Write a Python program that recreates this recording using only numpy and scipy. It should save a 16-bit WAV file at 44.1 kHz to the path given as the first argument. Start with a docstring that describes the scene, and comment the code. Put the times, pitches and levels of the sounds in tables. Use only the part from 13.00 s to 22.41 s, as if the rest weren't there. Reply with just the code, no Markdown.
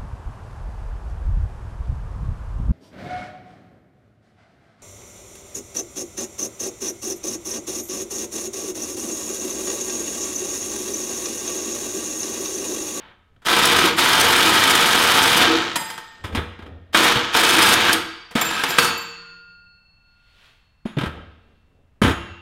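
"""Hole saw through aluminium

A cordless drill drives a hole saw into a thin aluminium panel on a bench, in a hard-walled workshop.
The teeth rasp in three goes, shaking the panel and tearing off chips. They skid and clank in between,
then break through and leave the steel cup ringing. A sleeve brushes past, the drill is set down
on the bench, and a second later it topples."""
import sys
import numpy as np
from scipy import signal
from scipy.fft import rfft, irfft, next_fast_len
from scipy.io import wavfile
from scipy.ndimage import uniform_filter1d, map_coordinates

SR = 44100
rng = np.random.default_rng(int(sys.argv[2]) if len(sys.argv) > 2 else 0)


def output_pcm(signal):
    """Save a mono or channel-first signal as 16-bit PCM at the path in sys.argv[1].

    Samples are clipped to [-1, 1] before scaling.
    """
    pcm = np.clip(np.atleast_2d(signal).T, -1, 1) * 32767
    wavfile.write(sys.argv[1], SR, np.round(pcm).astype(np.int16))


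N = 414981

# Pitches that the panel and the saw boost or weaken: f/Hz, width/Hz, gain/dB
PANEL_RESONANCES = [(94, 19, 13), (205, 92, 4.5), (323, 120, 3), (358, 8.3, 10), (482, 21, 8), (729, 38, 5),
                    (760, 35, -3), (887.6, 26, 8), (1005, 30, 4), (1281, 60, 6), (1582, 54, 5),
                    (2083, 37, -7), (2360, 150, 1.5), (2670, 280, -3.5), (3100, 200, 2), (4080, 50, -6.5),
                    (4440, 120, 1.5)]
SAW_RESONANCES = [(5060, 38, 6), (6120, 59, 7.5), (6680, 140, 9), (7100, 91, 7.5), (8420, 310, 3.5),
                  (10800, 530, 2.5), (12150, 510, 4), (13850, 490, 5.5), (14700, 200, 3), (15450, 300, 1.5)]
# Tone colour of tearing chips and of a clank: f/Hz, level/dB
CHIP_SPECTRUM = [(1000, -40), (3000, -2.5), (5200, 6.5), (6500, -2.5), (8300, 0.5), (9800, -2),
                 (12300, -5.5), (13200, -11.5), (16000, -11.5)]
CLANK_SPECTRUM = [(40, -30), (150, -1.5), (400, -2.5), (900, 6.5), (1500, 7.5), (3600, 3.5), (4800, -13),
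                  (8000, -30.5), (15000, -36)]
# Each push on the drill: start/s, ease-off/s, grinding/dB, chips/dB, fade/(dB/s)
PUSHES = [(.443, 0.88, -14.5, -22.5, 232.5), (0.958, 2.42, -14.5, -21, 197),
          (2.386, 2.558, -18.5, -35, 52.5), (3.924, 4.078, -13.5, -21.5, 72.5),
          (4.321, 4.57, -15, -21, 399), (4.569, 4.741, -13, -17.5, 402.5),
          (4.755, 4.931, -16.5, -28.5, 192), (5.345, 5.782, -25.5, -35, 248),
          (5.768, 5.854, -20.5, -21.5, 124)]
# The knock on the saw's cup as it breaks through: t/s, level/dB
CUP_HITS = [(5.785, -24)]


def amp(db):
    """Turn decibels into a gain."""
    return 10 ** (np.asarray(db) / 20)


def unit(x):
    """Scale a signal to an average power of 1."""
    return x / np.sqrt(np.mean(x ** 2) + 1e-20)


def along(points, hz):
    """Read between (f/Hz, value) points on a logarithmic frequency axis."""
    freqs, values = np.transpose(points)
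    return np.interp(np.log(hz + 1), np.log(freqs + 1), values)


def wobble(rate):
    """A smooth random curve through `rate` points a second."""
    points = rng.standard_normal(int(N * rate / SR) + 4)
    return map_coordinates(points, [np.arange(N) * rate / SR])


def coloured(x, spectrum, resonances=()):
    """Give a sound a broad tone colour with narrow peaks and dips on top."""
    size = 2 * next_fast_len(N // 2 + SR // 4)
    hz = np.fft.rfftfreq(size, 1 / SR)
    peaks = sum((amp(db) - 1) / (1 + (2 * (hz - f) / width) ** 2) for f, width, db in resonances)
    gain = unit(amp(along(spectrum, hz)) * (1 + peaks))
    # make the filter ring after a sound, never before it
    cepstrum = irfft(np.log(np.maximum(gain, 1e-6)))
    cepstrum[1:size // 2] *= 2
    cepstrum[size // 2 + 1:] = 0
    return irfft(rfft(x, size) * np.exp(rfft(cepstrum)))[:N]


def add(track, s, sound):
    """Mix a sound into a track at s seconds."""
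    part = track[max(round(s * SR), 0):][:len(sound)]
    part += sound[:len(part)]


def swell(s, db, rise_db_per_s, fall_db_per_s):
    """A gain that grows to its peak at s seconds and dies away."""
    t = np.arange(N) / SR - s
    slope_db = np.minimum(rise_db_per_s * t, -fall_db_per_s * t)
    return amp(db + np.maximum(slope_db, -120))


def push(start, end, fade_db_per_s, bite_s=.026):
    """The gain of one push: the teeth take hold, cut evenly, then fade as the pressure comes off."""
    t = np.arange(N) / SR
    grip = np.clip((t - start) / bite_s, 0, 1) ** 2
    return grip * amp(-fade_db_per_s * np.maximum(t - end, 0))


def rub(gain, spectrum, resonances, uneven_db, rate):
    """Uneven rubbing noise that follows a gain."""
    strokes = unit(rng.standard_normal(N) * amp(uneven_db * wobble(rate)))
    return coloured(gain * strokes, spectrum, resonances)


def room_air():
    """The room's faint, steady rumble."""
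    spectrum = [(20, 1.5), (78, -1.5), (170, -9), (367, -25.5), (1140, -22), (2480, -29.5), (4000, -37),
                (5500, -40), (15000, -49.5)]  # tone colour: f/Hz, level/dB
    return amp(-61) * coloured(rng.standard_normal(N), spectrum)


def workshop(direct, gap_s=.004):
    """A sound plus its echo from the hard walls; the highest treble dies first."""
    echo_times = [(60, 0.74), (160, 0.6), (420, 0.42), (1200, 0.87), (3500, 0.89), (5000, 0.89),
                  (8000, 0.5), (15000, .28)]  # f/Hz, time to fade by 60 dB (t60)/s
    echo_levels = [(100, 2), (400, -4), (3500, -8.5), (5500, -12), (14000, -8)]  # f/Hz, echo over direct sound/dB
    hz, t, noise = signal.stft(rng.standard_normal(SR), SR, nperseg=256)
    decay = amp(-60 * t / along(echo_times, hz)[:, None])
    decay /= np.sqrt(np.mean(decay ** 2, axis=1, keepdims=True) * SR)
    tail = signal.istft(noise * decay * amp(along(echo_levels, hz))[:, None], SR, nperseg=256)[1]
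    echo = signal.fftconvolve(direct, np.pad(tail, (int(gap_s * SR), 0)))[:N]
    return (direct + echo) / np.sqrt(2)


def handling():
    """A sleeve brushes by, the saw scuffs the panel and the bench rocks under a shifting load."""
    # Each movement: peak/s, level/dB, rise/(dB/s), fall/(dB/s)
    brushes = [(7.46, -50.5, 64, 92), (8.5, -70, 40, 34)]
    scuffs = [(0, -41, 300, 114), (2.85, -42.5, 197, 69), (3.85, -57, 39, 100)]
    rocks = [(.05, -60.5, 51, 5), (3.302, -33, 185.5, 29.5), (8.15, -34, 200, 133.5), (8.5, -55.5, 70, 28),
             (9.151, -30, 260, 73.5)]
    # Tone colour of cloth and bench: f/Hz, level/dB
    cloth_spectrum = [(150, -24), (300, -10), (500, -6), (800, -7.5), (1500, -2), (3500, 0), (6000, -16),
                      (14000, -28)]
    thud_spectrum = [(25, -12.5), (55, -6.5), (85, 1.5), (130, -16), (210, -2), (340, -7.5), (480, -6.5),
                     (800, -14), (2500, -74)]
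    brush, scuff, rock = (sum(swell(*row) for row in rows) for rows in (brushes, scuffs, rocks))
    sleeve = coloured(brush * rng.standard_normal(N), cloth_spectrum)
    panel = rub(scuff, CLANK_SPECTRUM, PANEL_RESONANCES, uneven_db=5.5, rate=17)
    bench = rub(rock, thud_spectrum, PANEL_RESONANCES[:1], uneven_db=5, rate=9.6)
    return sleeve + panel + bench


def contacts(rattle_t60_s=.11, gap_scatter=.08, scatter_octaves=.4):
    """List every blow: single knocks, and clatters whose weakening knocks rock the bench to and fro."""
    # The tool hits panel and bench: t/s, clank/dB, crack/dB, rattle t60/s, thump/dB, thump/Hz
    knocks = [(.361, -52, -67, .04, -55, 119.2), (.418, -50, -55.5, 0.2, -59, 150),
              (2.756, -12, -11, 0.071, -41.5, 301.6), (2.9, -29, -24.5, 0.092, -76, 290),
              (2.976, -27.5, -28, 0.072, -40, 160), (3.239, -27, -34.5, 0.19, -24.5, 92),
              (3.323, -36.5, -45, 0.19, -27, 70.5), (3.348, -18, -24.5, 0.14, -21, 235),
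              (3.37, -21.5, -46.5, 0.17, -18, 85.4), (3.945, -6, -13.5, 0.09, -28.5, 206),
              (4.155, -16, -25.5, 0.19, -19, 126), (4.348, -7, -13.5, 0.037, -27, 130),
              (4.506, -16, -3, 0.023, -30.5, 199), (4.893, -7, -14, .05, -37, 198),
              (5.308, -35.5, -40, 0.15, -54.5, 199), (5.352, -15.5, -21.5, .3, -12.5, 233),
              (5.412, -12.5, -14.5, 0.076, -27.5, 270), (5.636, -6.5, -8, 0.035, -37, 199),
              (5.703, -19, -16.5, 0.081, -41, 200.5), (5.784, 1.5, 0, 0.034, -31, 178.5),
              (7.853, -37.5, -51, 0.38, -17, 218), (7.967, -30.5, -50, 0.13, -14.5, 141)]
    # The drill clatters: t/s, length/s, gap/s, clank/dB, crack/dB, thump/dB, loss/(dB/s)
    clatters = [(3.589, .09, 0.035, -39.5, -53.5, -35, 10), (7.984, .085, .024, -22, -34, -18, 46),
                (9.016, .1, .015, -13.5, -22.5, -7, 83)]
    hits = list(knocks)
    for start, length, gap, clank_db, crack_db, thump_db, loss in clatters:
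        for k, late in enumerate(np.arange(0, length, gap)):
            slip, tilt = rng.uniform(-1, 1, 2)
            s = start + late + gap_scatter * min(late, gap) * slip
            hz, tone_db = (100, -3.5) if k % 2 else (252, 0)  # the bench's two tones take turns
            lost_db = loss * late
            hits.append((s, clank_db - lost_db, crack_db - lost_db, rattle_t60_s,
                         thump_db + tone_db - lost_db, hz * 2 ** (scatter_octaves * tilt)))
    return hits


def bench_thumps(hits, life_cycles=8.03, boxy_db=-8):
    """Each blow shakes the bench for a few cycles and stirs its hollow body."""
    hollow = [(40, -12.5), (100, -6.5), (350, 0), (600, -9.5), (1200, -27), (3000, -57.5)]  # f/Hz, dB
    tone, stir = np.zeros((2, N))
    t = np.arange(SR // 3) / SR
    for s, _, _, _, db, hz in hits:
        cycles = hz * t
        envelope = amp(db + 13 - 60 * cycles / life_cycles) * (1 - np.exp(-cycles ** 2))
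        add(tone, s, envelope * np.sin(2 * np.pi * cycles))
        add(stir, s, envelope * rng.standard_normal(len(t)))
    return tone + amp(boxy_db) * coloured(stir, hollow)


def clanks(hits, attack_s=.0029, first_db=-3, first_s=.0041):
    """Each blow is a hard first touch and a brief rattle: the panel clanks and the steel cracks."""
    clank, crack = np.zeros((2, N))
    t = np.arange(SR // 3) / SR
    onset = (1 + amp(first_db) * np.exp(-t / first_s)) * (1 - np.exp(-t / attack_s))
    for s, clank_db, crack_db, t60, _, _ in hits:
        rattle = rng.standard_normal((2, len(t))) * onset * amp(-60 * t / t60)
        add(clank, s, amp(clank_db) * rattle[0])
        add(crack, s, amp(crack_db) * rattle[1])
    jolts = unit(amp(wobble(600)))  # the touches come in clumps of a millisecond or two
    panel = amp(2.5) * coloured(clank * jolts, CLANK_SPECTRUM, PANEL_RESONANCES)
    return panel + amp(-4) * coloured(crack * jolts, CHIP_SPECTRUM, SAW_RESONANCES)


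def ring(tones, hits, split_hz, twin_gain, attack_s=.00055):
    """Struck steel: each tone has a slightly out-of-tune twin, so the pair pulses."""
    track, t = np.zeros(N), np.arange(3 * SR) / SR
    attack = 1 - np.exp(-t / attack_s)
    for s, hit_db in hits:
        for hz, tone_db, t60 in tones:
            scatter_db, detune, phase = rng.standard_normal(3)
            twin_hz = hz + split_hz * (1 + .4 * detune)
            pair = np.sin(2 * np.pi * hz * t) + twin_gain * np.sin(2 * np.pi * twin_hz * t + .5 * phase)
            add(track, s, amp(hit_db + tone_db + scatter_db - 60 * t / t60) * pair * attack)
    return track


def cup_bell(hz=1416, beat_hz=1.2, silent_at_s=6.1, t60=2.9):
    """Two close tones of the cup make one bell note that swells and vanishes as it dies away."""
    t = np.arange(N) / SR
    age = np.maximum(t - CUP_HITS[0][0], 0)
    beat = np.sin(np.pi * beat_hz * (t - silent_at_s))
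    return amp(-28.5 - 60 * age / t60) * beat * np.sin(2 * np.pi * hz * age)


def ringing_steel():
    """Rim, guide bit, cup and chuck ring when knocked; the cut-out disc rings as it comes loose."""
    # Each part's own tones: f/Hz, level/dB, t60/s
    rim = [(887, 2, 0.86), (954, 9, 0.22), (1585, -22.5, 1.4), (1830, -6.5, 2.4), (2042, -1.5, 0.47),
           (3550, -14, 0.56), (4940, -7, 0.83), (6600, -12, 0.72), (7650, -2.5, 0.82), (8740, -4, 0.66),
           (11040, 1, 0.33), (12600, -16.5, 0.41), (13920, -7, 0.6)]
    teeth = [(2213, -17, 1), (3488, -17, .9), (4619, -13, 1.6), (6831, -15, .5), (8330, 0, .12),
             (8560, -3, .2), (10998, -4, .2), (12430, -9, .25), (13700, -12, .2)]
    bit = [(7337, -2, .48), (10090, -16, .4), (12070, -12, .34), (13130, -2, .26), (14760, -13, .24)]
    cup = [(172, -18, 2.2), (466, -3, 1.05), (1023, -11, 1.2), (1050, -12, 1.1), (1507, -23, 2.8),
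           (1830, -14, 1.4), (2643, 2, 1.2), (2660, -23, 4), (2686, -23, 5), (2772, -8, 1.3),
           (4344, -1, 1.1), (4346, -20, 4.2), (4525, 1, 1.3), (6778, -4, .85)]
    chuck = [(342, 1, 1.4), (2686, -13, 4.5), (2772, -8, 2.4), (6702, -8, .8), (7074, -11, .7),
             (10200, -4, .3), (10520, -4, .43)]  # the drill's clamp
    # What sets them ringing: t/s, level/dB
    rim_hits = [(2.758, -28.5), (2.902, -43)]
    slug_hits = [(4.931, -26.5)]
    bit_hits = [(5.412, -23), (5.689, -31), (5.976, -36)]
    chuck_hits = [(7.858, -54), (9.021, -34.5)]
    return (ring(rim, rim_hits, split_hz=17, twin_gain=.53)
            + ring(teeth, slug_hits, split_hz=22, twin_gain=.93)
            + ring(bit, bit_hits, split_hz=14, twin_gain=.98)
            + ring(cup, CUP_HITS, split_hz=7.7, twin_gain=.29) + cup_bell()
            + ring(chuck, chuck_hits, split_hz=6.5, twin_gain=.3))


def panel_groan():
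    """The panel bends and groans as the teeth take hold, drag or let go."""
    groans = [(.51, -23.5), (.86, -17.5), (1.46, -23), (2.52, -18), (3.99, -19.5), (4.13, -29.5),
              (4.42, -25.5), (4.57, -23.5), (4.92, -25.5)]  # swells: t/s, level/dB
    bending = [(326, 20, 27.5), (356, 15, 25), (470, 18, 19.5)]  # the panel's bending tones: f/Hz, width/Hz, gain/dB
    spectrum = [(150, -29), (300, 1.5), (480, 6.5), (800, -27.5)]  # f/Hz, level/dB
    touching = np.max([push(start, end, fade_db_per_s=60) for start, end, *_ in PUSHES], axis=0)
    swells = sum(swell(s, db, rise_db_per_s=130, fall_db_per_s=94) for s, db in groans)
    drag = touching * (amp(-39) + swells)
    return amp(-2.5) * coloured(drag * rng.standard_normal(N), spectrum, bending)


def disc_chatter():
    """The nearly free disc of aluminium chatters in the cut."""
    spells = [(4.424, 4.907, -23.5), (5.389, 5.74, -27.5)]  # when it chatters: start/s, end/s, level/dB
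    resonances = [(1280, 110, 12.5), (1636, 91, 22), (2600, 66, 16), (4886, 20, 23.5)]  # the disc's tones: f/Hz, width/Hz, gain/dB
    spectrum = [(700, -28), (1300, -4), (2700, 4.5), (4700, -9), (7000, -26.5)]  # f/Hz, level/dB
    loose = sum(amp(db) * push(start, end, fade_db_per_s=300) for start, end, db in spells)
    return rub(loose, spectrum, resonances, uneven_db=2, rate=33)


def turns():
    """How many turns the saw has made at each sample."""
    speeds = [(.44, 14), (.55, 23), (2.4, 23), (2.75, 12), (3.92, 16), (4.05, 23), (4.9, 24), (5.3, 18),
              (5.48, 22), (5.55, 23.6), (5.68, 24.6), (5.95, 22)]  # t/s, turning speed/(turns/s)
    return np.cumsum(np.interp(np.arange(N) / SR, *np.transpose(speeds))) / SR


def motor_whine(cycles_per_turn=450):
    """The motor's thin whine shows while the saw runs light, just before it breaks through."""
    fade = np.interp(np.arange(N) / SR, [5.46, 5.52, 5.66, 5.76], [0, 1, .7, 0])
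    phase = 2 * np.pi * cycles_per_turn * turns() + .82 * wobble(249)
    return amp(-42) * fade * (np.sin(phase) + .56 * np.sin(phase / 2))


def cutting_gains(chip_fade_ratio=2.1):
    """Each push drives grinding and chips; the chips stop sooner, and snags add bursts of them."""
    snags = [(.655, -12.5), (0.969, -23), (1.21, -20.5), (1.698, -20), (2.225, -17.5), (4.734, -22),
             (4.931, -15.5)]  # a tooth rips out a larger chip: t/s, level/dB
    grind = sum(amp(db) * push(start, end, fade) for start, end, db, _, fade in PUSHES)
    chips = sum(amp(db) * push(start, end, chip_fade_ratio * fade) for start, end, _, db, fade in PUSHES)
    bursts = sum(swell(s, db, rise_db_per_s=3500.5, fall_db_per_s=1102) for s, db in snags)
    return grind, chips + bursts


def tooth_bites(teeth=24, scatter=.3, chip_s=.0015):
    """Each tooth catches a little early or late (a click) and tears off a chip (a burst of noise)."""
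    due = np.flatnonzero(np.diff(np.floor(turns() * teeth)))
    slip = scatter * np.gradient(due) * rng.standard_normal(len(due))
    at = np.clip(due + slip, 0, N - 1).astype(int)
    strength_db = np.clip(rng.standard_normal(len(at)), -2, 2)
    catches = np.bincount(at, amp(strength_db), N)
    tearing = signal.lfilter([1], [1, -np.exp(-1 / (chip_s * SR))], catches)
    return unit(catches), unit(tearing * rng.standard_normal(N))


def hole_saw(grind_throb_db=.1, grind_snag_db=1.08, chip_throb_db=2.2, chip_snag_db=2):
    """Teeth shake the panel and tear chips; the cup runs off centre and digs in once a turn."""
    grind_gain, chip_gain = cutting_gains()
    throb = np.sin(2 * np.pi * turns() + 1.4 * wobble(14))
    snag = wobble(150)
    snag = unit(snag - uniform_filter1d(snag, size=3000))  # steady feed evens it out in a turn or two
    catches, tearing = tooth_bites()
    rasp = unit((.82 * catches + tearing) * amp(grind_throb_db * throb + grind_snag_db * snag))
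    fizz = unit((tearing + rng.standard_normal(N)) * amp(chip_throb_db * throb + chip_snag_db * snag))
    grind_spectrum = [(30, -24.5), (60, -18.5), (95, -11), (150, -9), (300, -4), (560, -5.5), (900, 0),
                      (1400, 3), (2000, 1.5), (3600, 2.5), (4600, -4.5), (7000, -11.5), (15000, -44.5)]  # tone colour: f/Hz, level/dB
    grinding = amp(1.5) * coloured(grind_gain * rasp, grind_spectrum, PANEL_RESONANCES)
    return grinding + amp(1) * coloured(chip_gain * fizz, CHIP_SPECTRUM, SAW_RESONANCES)


def scene():
    """Saw, clanks and handling fill the room; steel, bench, groan and chatter are heard mostly direct."""
    hits = contacts()
    steel, bench = ringing_steel(), bench_thumps(hits)
    panel = panel_groan() + disc_chatter()
    air = room_air()
    work = hole_saw() + motor_whine() + clanks(hits) + handling()
    in_room = workshop(work + .26 * steel + .31 * bench + .49 * panel)
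    direct = .6 * steel + .7 * bench + .46 * panel
    return (air + in_room + direct)[None]


def record(dry, ceiling=.76, top_hz=15850):
    """Round off the highest peaks and cut the very top of the treble steeply."""
    rounded = dry / (1 + np.abs(dry / ceiling) ** 5) ** (1 / 5)
    size = next_fast_len(N + SR // 2)
    low_pass = 1 / (1 + (np.fft.rfftfreq(size, 1 / SR) / top_hz) ** 220)
    return irfft(rfft(rounded, size) * low_pass, size)[..., :N]


dry = scene()
out = record(dry)
output_pcm(out)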